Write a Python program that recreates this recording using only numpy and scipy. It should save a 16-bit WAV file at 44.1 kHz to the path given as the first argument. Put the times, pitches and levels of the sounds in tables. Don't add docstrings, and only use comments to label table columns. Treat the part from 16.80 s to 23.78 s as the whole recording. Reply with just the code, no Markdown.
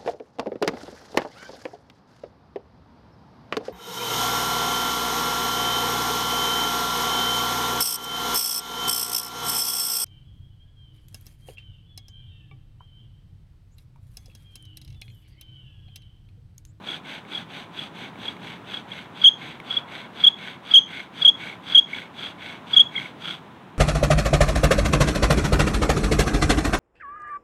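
import sys
import numpy as np
from scipy import signal
from scipy.fft import rfft, irfft, next_fast_len
from scipy.io import wavfile
from scipy.ndimage import uniform_filter1d, minimum_filter1d, map_coordinates

SR = 44100
rng = np.random.default_rng(int(sys.argv[2]) if len(sys.argv) > 2 else 0)


def dump(signal):
    limited = np.clip(np.atleast_2d(signal).T, -1, 1)
    pcm = np.round(limited * 32767).astype(np.int16)
    wavfile.write(sys.argv[1], SR, pcm)


N = 307818


def amp(db):
    return 10 ** (np.asarray(db) / 20)


def unit(x):
    return x / np.sqrt(np.mean(x ** 2) + 1e-20)


def along(points, hz):
    f, v = np.transpose(points)
    return np.interp(np.log(hz + 1), np.log(f + 1), v)


def curves(rows):
    s, *columns = np.transpose(rows)
    return [np.interp(np.arange(N) / SR, s, column) for column in columns]


def wobble(rate):
    knots = rng.standard_normal(int(N * rate / SR) + 4)
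    return map_coordinates(knots, [np.arange(N) * rate / SR])


def filtered(x, response):
    size = next_fast_len(N + SR // 2)
    hz = np.fft.rfftfreq(size, 1 / SR)
    return irfft(rfft(x, size) * response(hz), size)[:N]


def coloured(x, spectrum):
    return unit(filtered(x, lambda hz: amp(along(spectrum, hz))))


def ringing(x, modes):
    def response(f):
        total = 0
        for k, (centre, width, db) in enumerate(modes):
            resonance = 1j * f * width / (centre ** 2 - f ** 2 + 1j * f * width)
            total = total + (-1) ** k * amp(db) * resonance
        return total / (1 + (f / 4700) ** 8)
    return unit(filtered(x, response))


def slips(rate, scatter_db):
    released = rng.random(N) < rate / SR
    return released * rng.standard_normal(N) * amp(scatter_db * rng.standard_normal(N))


# (frequency [Hz], relative density [dB per Hz])
AIR_SPECTRUM = [(25, -36.5), (45, -31.5), (80, -12), (115, -4.5), (175, 0.5), (300, -5), (520, -11),
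                (950, -7.5), (1600, -15), (2600, -21), (3700, -24), (4600, -36.5), (8000, -42),
                (13000, -48)]
# (time [s], level [dB])
AIR_LEVEL = [(0, -45), (2.3, -43.5), (3.1, -43), (3.8, -44.5), (5.5, -44), (7, -45)]
# (frequency [Hz], relative density [dB per Hz])
SWELL_SPECTRUM = [(60, -40), (250, -20), (600, -3.5), (1000, 0), (1400, -5), (2500, -24.5), (6000, -80)]
SWELL_S, SWELL_WIDTH_S, SWELL_DB = 3.03, .2, -46.5
WHINE_HZ = 1009


def background():
    t = np.arange(N) / SR
    level_db, = curves(AIR_LEVEL)
    air = amp(level_db + 0.97 * wobble(3.5)) * coloured(rng.standard_normal(N), AIR_SPECTRUM)
    swell_shape = np.exp(-((t - SWELL_S) / SWELL_WIDTH_S) ** 2)
    swell = amp(SWELL_DB) * swell_shape * coloured(rng.standard_normal(N), SWELL_SPECTRUM)
    phase = 2 * np.pi * np.cumsum(WHINE_HZ + 1.8 * wobble(12)) / SR
    whine = amp(-57.8 + 1.6 * wobble(3.8)) * np.sin(phase)
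    return air + swell + whine


# (time [s], strokes done [count])
BOWING = [(0, 0), (1.345, 6), (2.055, 9), (2.808, 12), (4.8, 20), (5.31, 22), (5.825, 24), (6.62, 27)]
# (time [s], relative grind level [dB], relative dust hiss level [dB])
PRESSURE = [(0.1, -40, -64.5), (1.5, -43, -67), (2.5, -42, -67.5), (3.1, -39.5, -67), (4.9, -38, -64.5),
            (5.8, -39.5, -66.5), (6.5, -38, -63.5)]
# (frequency [Hz], width [Hz], relative level [dB])
PUSH_MODES = [(1406, 230, -6), (2225, 150, -7), (3340, 180, 2.5), (3773, 160, -21.5), (4560, 66, -11.5)]
# (frequency [Hz], width [Hz], relative level [dB])
PULL_MODES = [(1515, 82, -1), (2208, 120, 3), (3350, 120, -0.5), (3870, 790, -15.5)]
# (frequency [Hz], relative density [dB per Hz])
RASP_SPECTRUM = [(60, -14.5), (120, -0.5), (240, 6), (450, -4), (850, -0.5), (1150, -14), (1500, 2),
                 (1900, -4.5), (2300, 1), (2750, 0), (3500, 2.5), (3900, -2.5), (4300, -10.5),
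                 (6000, -42.5)]
# (frequency [Hz], relative density [dB per Hz])
DUST_SPECTRUM = [(3000, -21.5), (4400, -1), (4680, 9.5), (5050, -7.5), (5750, 1), (6250, 5), (6900, -4),
                 (7450, -6.5), (8100, 3), (9000, -11.5), (9900, -5), (11000, -11), (12200, -8),
                 (15500, -27)]
PULL_GRIND_DB, PULL_DUST_DB = -1.42, -1.7


def grinding(top_turns_per_s=36, throb_db=1.05, grain_db=0.75, chatter_db=2,
             push_skew=1.095, pull_skew=0.852, rest_share=.03):
    t = np.arange(N) / SR
    strokes_done, = curves(BOWING)
    grind_db, dust_db = curves(PRESSURE)
    pushing = np.floor(strokes_done) % 2 == 0
    travel = np.minimum(strokes_done % 1 / (1 - rest_share), 1)
    skew = np.where(pushing, push_skew, pull_skew)
    speed = np.abs(np.sin(np.pi * travel ** skew))
    angle = 2 * np.pi * np.cumsum(top_turns_per_s * speed) / SR
    bite = amp(throb_db * np.sin(angle) + grain_db * wobble(260))

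    forward = amp(5.5) * speed ** 3.1 * ringing(slips(rate=2300, scatter_db=0), PUSH_MODES)
    back = amp(1.5) * speed ** 1.5 * ringing(slips(rate=1600, scatter_db=2.5), PULL_MODES)
    glaze = np.interp(t, [1.5, 4.2], [0, 1])
    ring = amp(-3.3 + 2.6 * glaze + chatter_db * wobble(110)) * np.where(pushing, forward, back)
    rasp_noise = coloured(slips(rate=6000, scatter_db=1.5), RASP_SPECTRUM)
    rasp = amp(3.0 - 3.8 * glaze) * speed ** 1.57 * rasp_noise
    dust_noise = coloured(slips(rate=22000, scatter_db=0.5), DUST_SPECTRUM)
    dust = amp(9.0) * speed ** 1.7 * dust_noise

    grind_gain = amp(grind_db + PULL_GRIND_DB * ~pushing)
    dust_gain = amp(dust_db + PULL_DUST_DB * ~pushing)
    return bite * (grind_gain * (ring + rasp) + dust_gain * dust)


# (frequency [Hz], time to fall 60 dB [s])
ECHO_DECAY = [(300, .2), (3300, 0.25), (6500, .36), (10000, 0.15)]
# (frequency [Hz], relative level [dB])
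ECHO_COLOUR = [(300, -2.5), (3300, 1), (5200, 1.5), (6400, 5.5), (7500, -2), (12000, -6.5)]


def trees(x, delay_s=.014, sparse_db=4):
    arrivals = slips(rate=2100, scatter_db=sparse_db)[:SR // 2]
    hz, t, z = signal.stft(arrivals, SR, nperseg=256)
    decay = amp(-60 * t / along(ECHO_DECAY, hz)[:, None])
    tail = signal.istft(z * decay, SR, nperseg=256)[1]
    tail = np.pad(tail / np.linalg.norm(tail), (int(delay_s * SR), 0))
    echo = signal.fftconvolve(x, tail)[:N]
    return filtered(echo, lambda hz: amp(along(ECHO_COLOUR, hz)))


TURN_S = .03
SAG_HZ_PER_S, TOP_LAG_S = 6000, .003


def squeal(rows, jitter_hz=18, flutter_db=0.83, octave_db=-29, scrape_db=-42, spit_db=3,
           attack=3, snap=4, release=2.5):
    t = np.arange(N) / SR
    power, weight, pitch = np.zeros(N), np.full(N, 1e-12), np.zeros(N)
    for s, length, db, hz in rows:
        near = slice(max(int((s - 2 * length) * SR), 0), int((s + 2 * length) * SR))
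        u = (t[near] - s) / (length / 2)
        rise = attack + snap * min(1, amp(db))
        steepness = np.where(u < 0, rise, release)
        swell = np.exp(-2 * np.abs(u) ** steepness)
        power[near] += amp(db) ** 2 * swell
        weight[near] += swell
        sag = np.sin(np.pi * (t[near] - s - TOP_LAG_S) / TURN_S) ** 2
        pitch[near] += swell * (hz - SAG_HZ_PER_S * length * sag)
    pitch = pitch / weight + jitter_hz * wobble(500)
    phase = 2 * np.pi * np.cumsum(pitch) / SR
    level = np.sqrt(power) * amp(flutter_db * wobble(400))

    mode_hz, half_width_hz = 6330, 130
    flare = 1 / np.hypot(1, (2 * pitch - mode_hz) / half_width_hz)
    octave = amp(octave_db + 3.1 * wobble(110)) * flare
    overtones = octave * (np.sin(2 * phase) + amp(-22.5) * np.sin(4 * phase))
    # (frequency [Hz], relative level [dB])
    grit_spectrum = [(300, -12), (3300, -6), (5000, 2), (7500, -6.5), (15000, -10.5)]
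    scrape = amp(scrape_db) * coloured(rng.standard_normal(N), grit_spectrum)
    scrape = scrape * amp(spit_db * wobble(250))
    hardness = np.minimum(level, 1)
    return level * (np.sin(phase) + hardness * (overtones + scrape))


SPEED_UP, LOCK_IN, LENGTH_GROWS = .91, 3.0, .33
HOLD_SHARE, HOLD_SAG_HZ_PER_S = .55, 8200


def turns(runs, full_length_s):
    rows = []
    for first_s, last_s, first_db, last_db, hold_db, hz in runs:
        count = round(abs(last_s - first_s) / TURN_S) + 1
        progress = np.linspace(0, 1, count)
        s = first_s + (last_s - first_s) * progress ** SPEED_UP
        db = last_db + (first_db - last_db) * (1 - progress) ** LOCK_IN
        length = full_length_s * amp(LENGTH_GROWS * db)
        rows += zip(s, length, db, np.full(len(s), hz))
        if len(s) > 1:
            hold_length = HOLD_SHARE * (s[-1] - s[-2])
            hold_hz = hz - HOLD_SAG_HZ_PER_S * length[-1]
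            rows.append((s[-2:].mean(), hold_length, db[-2:].min() + hold_db, hold_hz))
    return rows


# (first time [s], last time [s], first level [dB], last level [dB],
# tone held before the last turn, relative to the quieter of the last two squeaks [dB], top pitch [Hz])
SQUEAK_RUNS = [(0.09, 0.145, -25, -30, -12.5, 3340), (0.553, 0.579, -23, -25, -15, 3350),
               (0.994, 0.994, -24, -24, -15, 3360), (1.458, 1.486, -28, -22, -10, 3335),
               (1.947, 1.974, -23.5, -26, -11.5, 3335), (2.121, 2.121, -28, -28, -15, 3315),
               (2.421, 2.479, -20, 0, -1.5, 3335), (2.912, 2.944, -18, -21.5, -15.5, 3358),
               (2.974, 2.974, -13, -13, -15, 3360), (3.416, 3.476, -27, -2, -20, 3370),
               (3.917, 3.978, -16.5, 1, 3.5, 3325), (4.169, 4.206, -32, -28.5, -14.5, 2165),
               (4.426, 4.488, -12.5, -1.5, -14, 3362), (4.639, 4.729, -30, -33.5, -14, 2225),
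               (4.927, 4.986, -21, 0, -12, 3340), (5.136, 5.136, -19, -19, -15, 2180),
               (5.152, 5.152, -29, -29, -15, 3370), (5.436, 5.463, -30, -28, -4, 3320),
               (5.941, 6.006, -12, -0.5, -18, 3368), (6.156, 6.182, -24, -19.5, -15, 2182),
               (6.165, 6.195, -20, -28.5, 4, 3325), (6.217, 6.26, -27, -30, -13, 2215)]
SHRILL_LENGTH_S, LOW_LENGTH_S = .0225, .016
HIGH_MODE_HZ, HIGH_MODE_DB, HIGH_MODE_S = 4694, -23, 0.0085


def squeaks():
    shrill = [run for run in SQUEAK_RUNS if run[-1] > 2700]
    low = [run for run in SQUEAK_RUNS if run[-1] <= 2700]
    high = []
    for first_s, _, first_db, last_db, *_ in shrill:
        if last_db > first_db:
            high.append((first_s, HIGH_MODE_S, first_db + HIGH_MODE_DB, HIGH_MODE_HZ))
    shrill_tone = squeal(turns(shrill, SHRILL_LENGTH_S))
    low_tone = squeal(turns(low, LOW_LENGTH_S), jitter_hz=34.6, flutter_db=2.0)
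    chirps = squeal(high, jitter_hz=45, flutter_db=1.5)
    return shrill_tone + low_tone + chirps


# (time [s], relative level [dB])
TICKS = [(0.4507, -36), (1.3568, -36), (1.567, -34.5), (2.801, -27)]


def ticks(t60=0.015):
    t, out = np.arange(SR // 20) / SR, np.zeros(N)
    # (frequency [Hz], relative level [dB])
    crack_spectrum = [(500, 6), (2200, -0.5), (3800, 2), (5000, -20), (13000, -22.5), (15000, -33.5)]
    grit = coloured(rng.standard_normal(N), crack_spectrum)
    onset = 1 - np.exp(-t / .0005)
    for s, db in TICKS:
        start = int(s * SR)
        ring = np.sin(2 * np.pi * 2200 * t) * amp(-60 * t / t60)
        crack = amp(-5.5) * grit[start:][:len(t)] * amp(-60 * t / 0.011)
        out[start:][:len(t)] += amp(db + 1.5) * (ring + crack) * onset
    return out


def scene():
    drill = grinding() + squeaks() + ticks()
    return (drill + amp(-24.2) * trees(drill) + background())[None]


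TOP_HZ = 15800


def record(dry, ceiling=0.67, knee=0.83):
    x = dry[0]
    needed = 1 / (1 + np.abs(x / ceiling) ** 14) ** (1 / 14)
    gain = uniform_filter1d(minimum_filter1d(needed, size=40), size=20)
    x = x * gain
    x = x / (1 + np.abs(x / knee) ** 6) ** (1 / 6)
    return filtered(x, lambda hz: hz < TOP_HZ)[None]


dry = scene()
out = record(dry)
dump(out)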